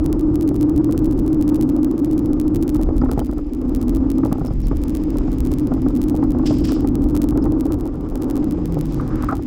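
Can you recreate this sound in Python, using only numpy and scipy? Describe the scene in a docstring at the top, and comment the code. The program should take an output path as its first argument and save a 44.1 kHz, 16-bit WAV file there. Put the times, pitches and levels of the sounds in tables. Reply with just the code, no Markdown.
"""On paving and down a garage ramp, a bicycle rolls with a camera clamped to its frame. Noise-shaken modes near 300 Hz
make the mount hum, filtered grit makes thud, drone and rattle, and joints ring the frame with short jolts.
Air hisses and puffs, metal squeaks and pings, the tread tone sinks, and a brake rubs before the stop groans.
The sound was sped up by splicing: at each splice a single sample drops toward or past zero with a tick."""
import sys
import numpy as np
from scipy import signal
from scipy.fft import rfft, irfft, next_fast_len
from scipy.io import wavfile
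from scipy.ndimage import uniform_filter1d, map_coordinates

SR = 44100
rng = np.random.default_rng(int(sys.argv[2]) if len(sys.argv) > 2 else 0)


def to_wav(s):
    """Save 16-bit WAV."""
    ch = np.atleast_2d(s).T  # columns
    pcm = np.round(np.clip(ch, -1, 1) * 32767)  # PCM
    wavfile.write(sys.argv[1], SR, pcm.astype(np.int16))


def gain_from_db(level_db):
    """Turn a decibel level (scalar or array-like) into a linear amplitude factor."""
    decades = np.asarray(level_db, float) / 20
    return 10 ** decades


N = 417186

# Faint tyre hiss: (time [s], level [dB])
TYRE_HISS_LEVEL = [(0, -63), (1, -62.5), (2.5, -63), (3.1, -62), (3.5, -62.5), (4.3, -59), (4.6, -60),
                   (5.1, -55), (6, -59), (7, -62.5), (7.8, -63.5), (8.5, -58.5), (8.9, -55), (9, -59),
                   (9.25, -53), (9.35, -57), (9.46, -57)]
# Spectrum of the hiss and of the jingling parts: (frequency [Hz], relative level [dB])
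HISS_COLOUR = [(1000, -40), (1600, 4.5), (2200, 5.5), (3000, 0.5), (3900, -3.5), (4500, -5.5), (5050, 3),
               (5600, -6.5), (7000, -6.5), (9000, -15.5), (10000, -23), (15500, -33), (22000, -120)]
# Chirps of rubbing metal: (time [s], peak level [dB], frequency [Hz], length [s])
SQUEAKS = [(.6, -53, 5200, 0.017), (3.198, -41, 3050, 0.0087), (3.012, -46, 4900, .006),
           (3.108, -44, 4900, .006), (4.454, -47, 5400, 0.017), (4.472, -44, 5200, .016),
           (4.62, -52, 5500, 0.026), (4.638, -51, 4550, 0.025), (4.65, -48, 5300, 0.013),
           (7.42, -44, 5100, .015)]
# Bursts of escaping air: (time [s], level of the head [dB])
AIR_PUFFS = [(6.454, -31), (6.636, -34), (6.68, -43.5)]
# Spectrum of the escaping air: (frequency [Hz], relative level [dB])
PUFF_COLOUR = [(880, -24), (1500, -9), (2010, -7.5), (2870, -2.5), (4080, -6), (5070, 3), (6140, -9),
               (8010, -10.5), (11000, -37), (14300, -50), (22000, -120)]
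# Groans at the stop, one row a mode: (time [s], level [dB], rise [s], fall by 60 dB [s])
CREAK_SWELLS = [(9.281, -20, 0.0091, 0.18), (9.31, -17, 0.013, 0.12)]
# The modes that groan, in the same order: (frequency [Hz], width [Hz])
CREAK_MODES = [(1254, 260), (798, 140)]
# Knocks at the paving joints: (time [s], relative strength [dB], extra strength in the upper modes [dB])
PAVING_JOINTS = [(0.512, -21.5, -4), (0.892, -23.5, -0.5), (2.752, -25, 1), (2.792, -22.5, -3),
                 (2.889, -15.5, -8.5), (3.017, -15, -0.5), (3.035, -17.5, -9), (3.059, -24, 4),
                 (3.092, -22.5, 3.5), (3.113, -19.5, -5.5), (3.175, -16, -5), (3.189, -17, -4),
                 (3.213, -21.5, -11), (3.294, -26, -3), (3.327, -28, 1), (4.187, -27, -3),
                 (4.234, -19.5, 0), (4.254, -16.5, -1), (4.271, -25, -5), (4.322, -16.5, -3.5),
                 (4.338, -30, 2), (4.354, -26, -2), (4.383, -26, -5), (4.414, -24, 0), (4.467, -30, -5),
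                 (4.713, -18.5, -3), (5.156, -21.5, -4), (5.279, -23, -2), (5.718, -16.5, -3.5),
                 (5.762, -24, -12), (5.862, -17, -4.5), (6.143, -18, -12), (6.226, -18, 1.5),
                 (6.347, -19.5, -5.5), (6.394, -24, 0), (6.434, -23, -3), (6.507, -16, -1), (6.693, -22, 2),
                 (6.719, -21.5, 0), (6.844, -19, -3), (7.146, -21, -3.5), (7.324, -23, -1),
                 (7.356, -24, -1), (7.376, -18.5, -7), (7.449, -21, -7), (7.459, -17.5, -3),
                 (7.521, -21.5, -15), (7.656, -20, -11), (7.859, -24, -8), (8.768, -19, -8),
                 (8.999, -25.5, 10), (9.236, -23, 7.5), (9.287, -29.5, 18), (9.325, -19, 8)]
# Ringing modes of the frame: (frequency [Hz], width [Hz], relative level [dB])
FRAME_MODES = [(128, 49, 4.5), (273.5, 67, 9), (469, 227, 2), (623, 352, -1), (845, 164, -3.5),
               (1028, 320, -4), (1308, 320, -3.5), (1890, 200, -8), (2380, 360, -8.5)]
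# Rolling strength: (time [s], lower hum level [dB], upper hum level [dB], relative rattle level [dB])
ROAD_LEVELS = [(0.0, -27.5, -18.5, -33.5), (0.39, -40.5, -16.5, -36), (1.63, -22.5, -17.5, -35),
               (2.63, -26.5, -17.5, -35.5), (3.11, -22, -27.5, -38), (3.45, -33.5, -25, -45.5),
               (3.71, -21, -24, -35.5), (4.14, -20.5, -20.5, -36), (4.58, -32.5, -34, -44),
               (4.82, -28, -24.5, -38), (5.8, -21.5, -21, -36), (7.61, -25, -19, -34),
               (7.98, -32.5, -30.5, -37), (8.35, -21.5, -21.5, -32.5), (8.67, -32, -25, -36.5),
               (9.14, -25.5, -27, -35), (9.43, -36, -22, -43), (9.46, -21, -36, -42.5)]
# Bass from rolling: (time [s], thud level [dB], drone level [dB])
BASS_LEVELS = [(0.0, -26.5, -24.5), (1.08, -24.5, -24), (1.55, -29, -26.5), (3.16, -22.5, -28.5),
               (3.5, -26.5, -41.5), (3.74, -21.5, -27.5), (7.67, -23, -25.5), (8.01, -26.5, -30.5),
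               (8.56, -26.5, -26.5), (9.38, -24.5, -28.5), (9.46, -32, -36)]
# The mount's two humming modes: (frequency [Hz], width [Hz])
MOUNT_MODES = [(256, 44.8), (304, 48.2)]
# Spectrum of the lowest thud: (frequency [Hz], relative level [dB])
THUD_COLOUR = [(8.8, -21), (15, -9.5), (38, 3), (80, -8), (100, -39), (180, -120)]
# Spectrum of the low drone: (frequency [Hz], relative level [dB])
DRONE_COLOUR = [(47, -7.5), (80, -1), (129, 0.5), (172, -3.5), (230, -6), (300, -60), (510, -120)]
# Spectrum of the loose parts' rattle: (frequency [Hz], relative level [dB])
RATTLE_COLOUR = [(200, -24), (340, -8.5), (368, -10), (440, -16.5), (499, -16.5), (676, -28.5),
                 (748, -25.5), (1060, -32), (1180, -31), (1480, -41), (2200, -61.5), (2860, -77),
                 (4840, -120)]
# Interleaved splice patterns: (first run [s], gap between runs [s], catch-up every sixth run [s],
# gap within a run [s], splices per run [count], catch-up phase [runs])
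SPLICE_RUNS = [(.210706, .567549, .066772, .06678, 7, 4), (.357052, .567392, .066757, .066769, 5, 4),
               (.362378, .567709, .066773, .066795, 7, 4), (.47737, .567279, .066735, .066757, 2, 5)]
# Loudest ticks, each put on the nearest splice: (time [s], jump before the band limit [dB])
LOUD_TICKS = [(0.062, -10.5), (0.129, -9.0), (0.357, -12.5), (0.411, -13.5), (0.491, -14.0), (0.611, -13.5),
              (0.63, -13.0), (0.845, -14.0), (0.924, -11.5), (0.978, -11.0), (1.425, -13.5), (1.479, -14.5),
              (1.492, -14.0), (1.559, -15.0), (1.612, -10.5), (1.625, -14.0), (1.847, -12.5),
              (2.047, -13.5), (2.4, -11.0), (2.548, -14.5), (2.56, -11.5), (2.627, -12.0), (2.68, -14.0),
              (2.693, -10.5), (2.834, -13.5), (3.115, -9.0), (3.194, -10.0), (3.75, -11.5), (3.895, -13.0),
              (3.95, -15.5), (4.103, -12.0), (4.117, -14.0), (4.329, -10.0), (4.837, -13.0), (4.951, -12.0),
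              (4.971, -14.5), (5.185, -12.5), (5.405, -12.0), (5.539, -13.0), (5.586, -15.0),
              (6.017, -11.5), (6.04, -15.0), (6.098, -13.5), (6.654, -14.5), (6.721, -10.0), (6.874, -13.5),
              (6.955, -11.5), (7.151, -14.5), (7.166, -9.0), (7.175, -12.0), (7.218, -9.0), (7.222, -14.5),
              (7.242, -13.5), (7.288, -12.0), (7.375, -15.0), (7.609, -12.0), (7.722, -12.0),
              (8.156, -13.5), (8.223, -14.0), (8.301, -15.0), (8.31, -13.5), (8.367, -15.0), (8.511, -15.0),
              (8.657, -14.0), (8.811, -12.0), (9.225, -14.5)]

BRAKE_S, TREAD_HZ, SLOWING_PER_S = 8.2, 259, 0.84
TREAD_DB, TREAD_RISE_S, TREAD_T60_S = -15.5, 0.41, 4.3
SCUFF_S, SCUFF_DB, SCUFF_RISE_S, SCUFF_T60_S = 8.85, -49, 0.05, 1.1
PING_S, PING_DB, PING_HZ, PING_T60_S = 3.195, -65, 4850, 1.1
PUFF_RISE_S, PUFF_T60_S, PUFF_LASTS_S = 0.006, 0.15, 0.21
PUFF_TAIL_DB, PUFF_TAIL_T60_S = -10, 1  # tail level relative to the head
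SCRAPE_S, SCRAPE_END_S, SCRAPE_DB, SCRAPE_GROWS_DB_PER_S = 8.866, 9.28, -53.5, 41
REBOUND_MEAN_WAIT_S = 0.03  # on top of a fixed 12 ms
REBOUND_DB, REBOUND_SPREAD_DB = -29.5, 3.5  # on the strength scale of the joints
HUM_SWELL_DB = 0.5
SOFT_TICK_DB = -16.5  # ceiling of the ticks that are not listed


def unit(x):
    """Scales a signal to rms 1."""
    return x / np.sqrt(np.mean(np.abs(x) ** 2) + 1e-20)


def curves(rows):
    """Draws each column after the time as a line with one value per sample."""
    s, *columns = np.transpose(rows)
    return [np.interp(np.arange(N) / SR, s, column) for column in columns]


def wobble(rate):
    """A smooth random curve with rate knots a second."""
    knots = rng.standard_normal(int(N * rate / SR) + 4)
    return map_coordinates(knots, [np.arange(N) * rate / SR])


def swell(start_s, rise_s, t60_s):
    """Gain that rises from its start while an exponential decay pulls it down."""
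    t = np.clip(np.arange(N) / SR - start_s, 0, None)
    return (1 - np.exp(-(t / rise_s) ** 2)) * gain_from_db(-60 * t / t60_s)


def coloured(x, spectrum):
    """Filters x through a spectrum drawn on a log frequency axis and brings it to rms 1."""
    size = next_fast_len(N + 8192)
    hz, db = np.transpose(spectrum)
    log_f = np.log(np.fft.rfftfreq(size, 1 / SR) + 1)
    gain = gain_from_db(np.interp(log_f, np.log(hz + 1), db))
    return unit(irfft(rfft(x, size) * gain, size)[:N])


def grit(lumpy_db, rate):
    """White noise whose strength comes in random lumps."""
    return rng.standard_normal(N) * gain_from_db(lumpy_db * wobble(rate))


def resonance(hz, width_hz, steady):
    """A mode of fixed or moving pitch shaken by noise; a steady share evens out its beating."""
    f = np.fft.fftfreq(N, 1 / SR)
    shake = rng.standard_normal(N) + 1j * rng.standard_normal(N)
    swing = unit(np.fft.ifft(np.fft.fft(shake) / (1 + (2 * f / width_hz) ** 2)))
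    swing *= (np.abs(swing) + 0.045) ** -steady
    carrier = np.exp(2j * np.pi * np.cumsum(hz + np.zeros(N)) / SR)
    return unit((swing * carrier).real)


def tyre_hiss():
    """A faint grainy hiss of filtered noise under the whole ride."""
    return gain_from_db(curves(TYRE_HISS_LEVEL)[0]) * coloured(grit(lumpy_db=2.5, rate=190), HISS_COLOUR)


def scuff():
    """One soft airy swish before the stop: a very wide mode shaken by noise."""
    swish = resonance(4500, width_hz=4900, steady=0)
    return gain_from_db(SCUFF_DB) * swell(SCUFF_S, SCUFF_RISE_S, SCUFF_T60_S) * swish


def ping():
    """A thin metal part rings on after a hard joint as one narrow fading mode."""
    ring = resonance(PING_HZ, width_hz=14, steady=0.8)
    return gain_from_db(PING_DB) * swell(PING_S, 0.004, PING_T60_S) * ring


def squeaks():
    """Rubbing metal gives tiny sine chirps, roughened by a randomly wandering phase."""
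    out = np.zeros(N)
    wanders = rng.standard_normal((len(SQUEAKS), SR // 5))
    for (s, db, hz, length), wander in zip(SQUEAKS, wanders):
        t = np.arange(round(length * SR)) / SR
        phase = 2 * np.pi * hz * t + 0.16 * np.cumsum(wander)[:len(t)]
        chirp = np.sin(np.pi * t / length) * np.sin(phase)
        out[round(s * SR):][:len(t)] += gain_from_db(db) * chirp
    return out


def puffs():
    """Escaping air is rough noise with a sharp head and a weaker tail, until the valve closes."""
    t = np.arange(N) / SR
    gain = np.zeros(N)
    for s, db in AIR_PUFFS:
        head = swell(s, PUFF_RISE_S, PUFF_T60_S)
        tail = gain_from_db(PUFF_TAIL_DB) * swell(s, PUFF_RISE_S, PUFF_TAIL_T60_S)
        closing = np.clip((s + PUFF_LASTS_S - t) / 0.05, 0, 1)
        gain += gain_from_db(db) * (head + tail) * closing
    return gain * coloured(grit(lumpy_db=2.2, rate=150), PUFF_COLOUR)


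def tread_tone():
    """The tread blocks' wavering tone sinks exponentially in pitch from the start of braking."""
    braking_s = np.clip(np.arange(N) / SR - BRAKE_S, 0, None)
    hz = TREAD_HZ * np.exp(-SLOWING_PER_S * braking_s)
    tone = resonance(hz, width_hz=22, steady=0.6)
    return gain_from_db(TREAD_DB) * swell(BRAKE_S, TREAD_RISE_S, TREAD_T60_S) * tone


def scrape():
    """Brake pads bite harder toward the stop: a grainy rub around 1.2 kHz with a growing level."""
    t = np.arange(N) / SR
    on = np.clip((t - SCRAPE_S) / 0.092, 0, 1) * np.clip((SCRAPE_END_S - t) / 0.035, 0, 1)
    grain_db = 2.5 * wobble(60)
    db = SCRAPE_DB + SCRAPE_GROWS_DB_PER_S * np.clip(t - SCRAPE_S, 0, 1) + grain_db
    return on * gain_from_db(db) * resonance(1200, width_hz=620, steady=0)


def creak():
    """Two frame modes groan in turn as the bicycle stops, with a rough edge above the first."""
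    gains = [gain_from_db(db) * swell(s, rise, t60) for s, db, rise, t60 in CREAK_SWELLS]
    out = gain_from_db(-23) * gains[0] * resonance(1900, width_hz=610, steady=0)
    for gain, (hz, width) in zip(gains, CREAK_MODES):
        out += gain * resonance(hz, width, steady=0.1)
    return out


def rebounds():
    """Lists one weak knock of random size and hardness a random while after each joint."""
    wait, size, hard = rng.random((len(PAVING_JOINTS), 3)).T
    s = np.transpose(PAVING_JOINTS)[0] + 0.012 - REBOUND_MEAN_WAIT_S * np.log(1 - wait)
    db = REBOUND_DB + REBOUND_SPREAD_DB * (2 * size - 1)
    return list(zip(np.minimum(s, N / SR), db, 6 * (hard - 0.5)))


def joints():
    """Each paving joint is a brief rough jolt that rings the lower and upper frame modes separately."""
    jolts = np.zeros((2, N + 8192))  # drive of the lower modes, drive of the upper modes
    t = np.arange(SR // 25) / SR
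    envelope = gain_from_db(-60 * t / 0.036) * (1 - np.exp(-t / 0.00065))
    knocks = list(PAVING_JOINTS) + rebounds()
    for (s, db, upper_db), rough in zip(knocks, rng.standard_normal((len(knocks), len(t)))):
        jolt = unit(uniform_filter1d(rough, size=14) * envelope)
        start = round((s - 0.002) * SR)  # contact builds just before the ring
        jolts[:, start:][:, :len(t)] += gain_from_db([[db - 3.0], [db + upper_db - 8.5]]) * jolt

    f = np.fft.rfftfreq(N + 8192, 1 / SR)
    drives = rfft(jolts)
    rung = np.zeros(len(f), complex)
    for k, (hz, width, db) in enumerate(FRAME_MODES):
        mode = 1j * f * width / (hz * hz - f * f + 1j * f * width)
        sign = (-1) ** k  # neighbouring modes ring in opposite sign
        rung += sign * gain_from_db(db) * mode * drives[int(hz > 950)]
    cushion = gain_from_db(-21.5) + 1 / (1 + (f / 1650) ** 10)  # the tyres swallow the sharp part of the blow

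    # loose small parts chatter along with the jolts
    jingle = gain_from_db(-39.5) * np.abs(jolts[1, :N]) * coloured(rng.standard_normal(N), HISS_COLOUR)
    return irfft(rung * cushion, N + 8192)[:N] + jingle


def road():
    """Rolling grit shakes the mount's two modes, the whole frame and its loose parts."""
    *hum_db, rattle_db = curves(ROAD_LEVELS)
    thud_db, drone_db = curves(BASS_LEVELS)
    hum = np.zeros(N)
    for db, (hz, width) in zip(hum_db, MOUNT_MODES):
        hum += gain_from_db(db + HUM_SWELL_DB * wobble(6)) * resonance(hz, width, steady=0.29)
    thud = gain_from_db(thud_db) * coloured(grit(lumpy_db=-2.1, rate=5.6), THUD_COLOUR)
    drone = gain_from_db(drone_db) * coloured(grit(lumpy_db=1.57, rate=9), DRONE_COLOUR)
    rattle = gain_from_db(rattle_db + 4.5) * coloured(grit(lumpy_db=2.0, rate=76), RATTLE_COLOUR)
    return hum + thud + drone + rattle


def scene():
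    """Sums all sources into one channel."""
    background = tyre_hiss() + scuff() + ping() + squeaks() + puffs()
    stopping = tread_tone() + scrape() + creak()
    return (background + stopping + joints() + road())[None]


def splices():
    """Sample numbers of all splices: interleaved patterns of short, evenly spaced runs."""
    run = np.arange(-1, 17)[:, None]
    times = []
    for first, gap, catch_up, step, count, phase in SPLICE_RUNS:
        run_start = first + run * gap - (run + phase) // 6 * catch_up
        times.append((run_start + step * np.arange(count)).ravel())
    s = np.concatenate(times)
    return np.round(s[(s > 0) & (s < N / SR)] * SR).astype(int)


def tick(x):
    """A one-sample jump at each splice is heard as a tick; it follows the sign of the sound there."""
    at, (s, db) = splices(), np.transpose(LOUD_TICKS)
    ceiling = gain_from_db(SOFT_TICK_DB)
    jump = ceiling * np.tanh(x[0, at] / ceiling)
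    loud = np.abs(at - SR * s[:, None]).argmin(axis=1)  # nearest splice to each listed tick
    jump[loud] = np.sign(jump[loud]) * gain_from_db(db)
    ticked = x.copy()
    ticked[0, at] -= jump
    return ticked


def top_cut(x):
    """Nothing passes above the cut-off."""
    return signal.sosfilt(signal.butter(12, 16990, fs=SR, output="sos"), x)


def record(dry):
    """Rounds peaks off softly, adds the splice ticks and trims the top with a steep band limit."""
    rounded = dry / (1 + np.abs(dry / 0.46) ** 5) ** (1 / 5)
    band_limit = signal.cheby2(12, 30, 16600, fs=SR, output="sos")
    mix = signal.sosfiltfilt(band_limit, tick(rounded))
    return top_cut(mix)


dry = scene()
out = record(dry)
to_wav(out)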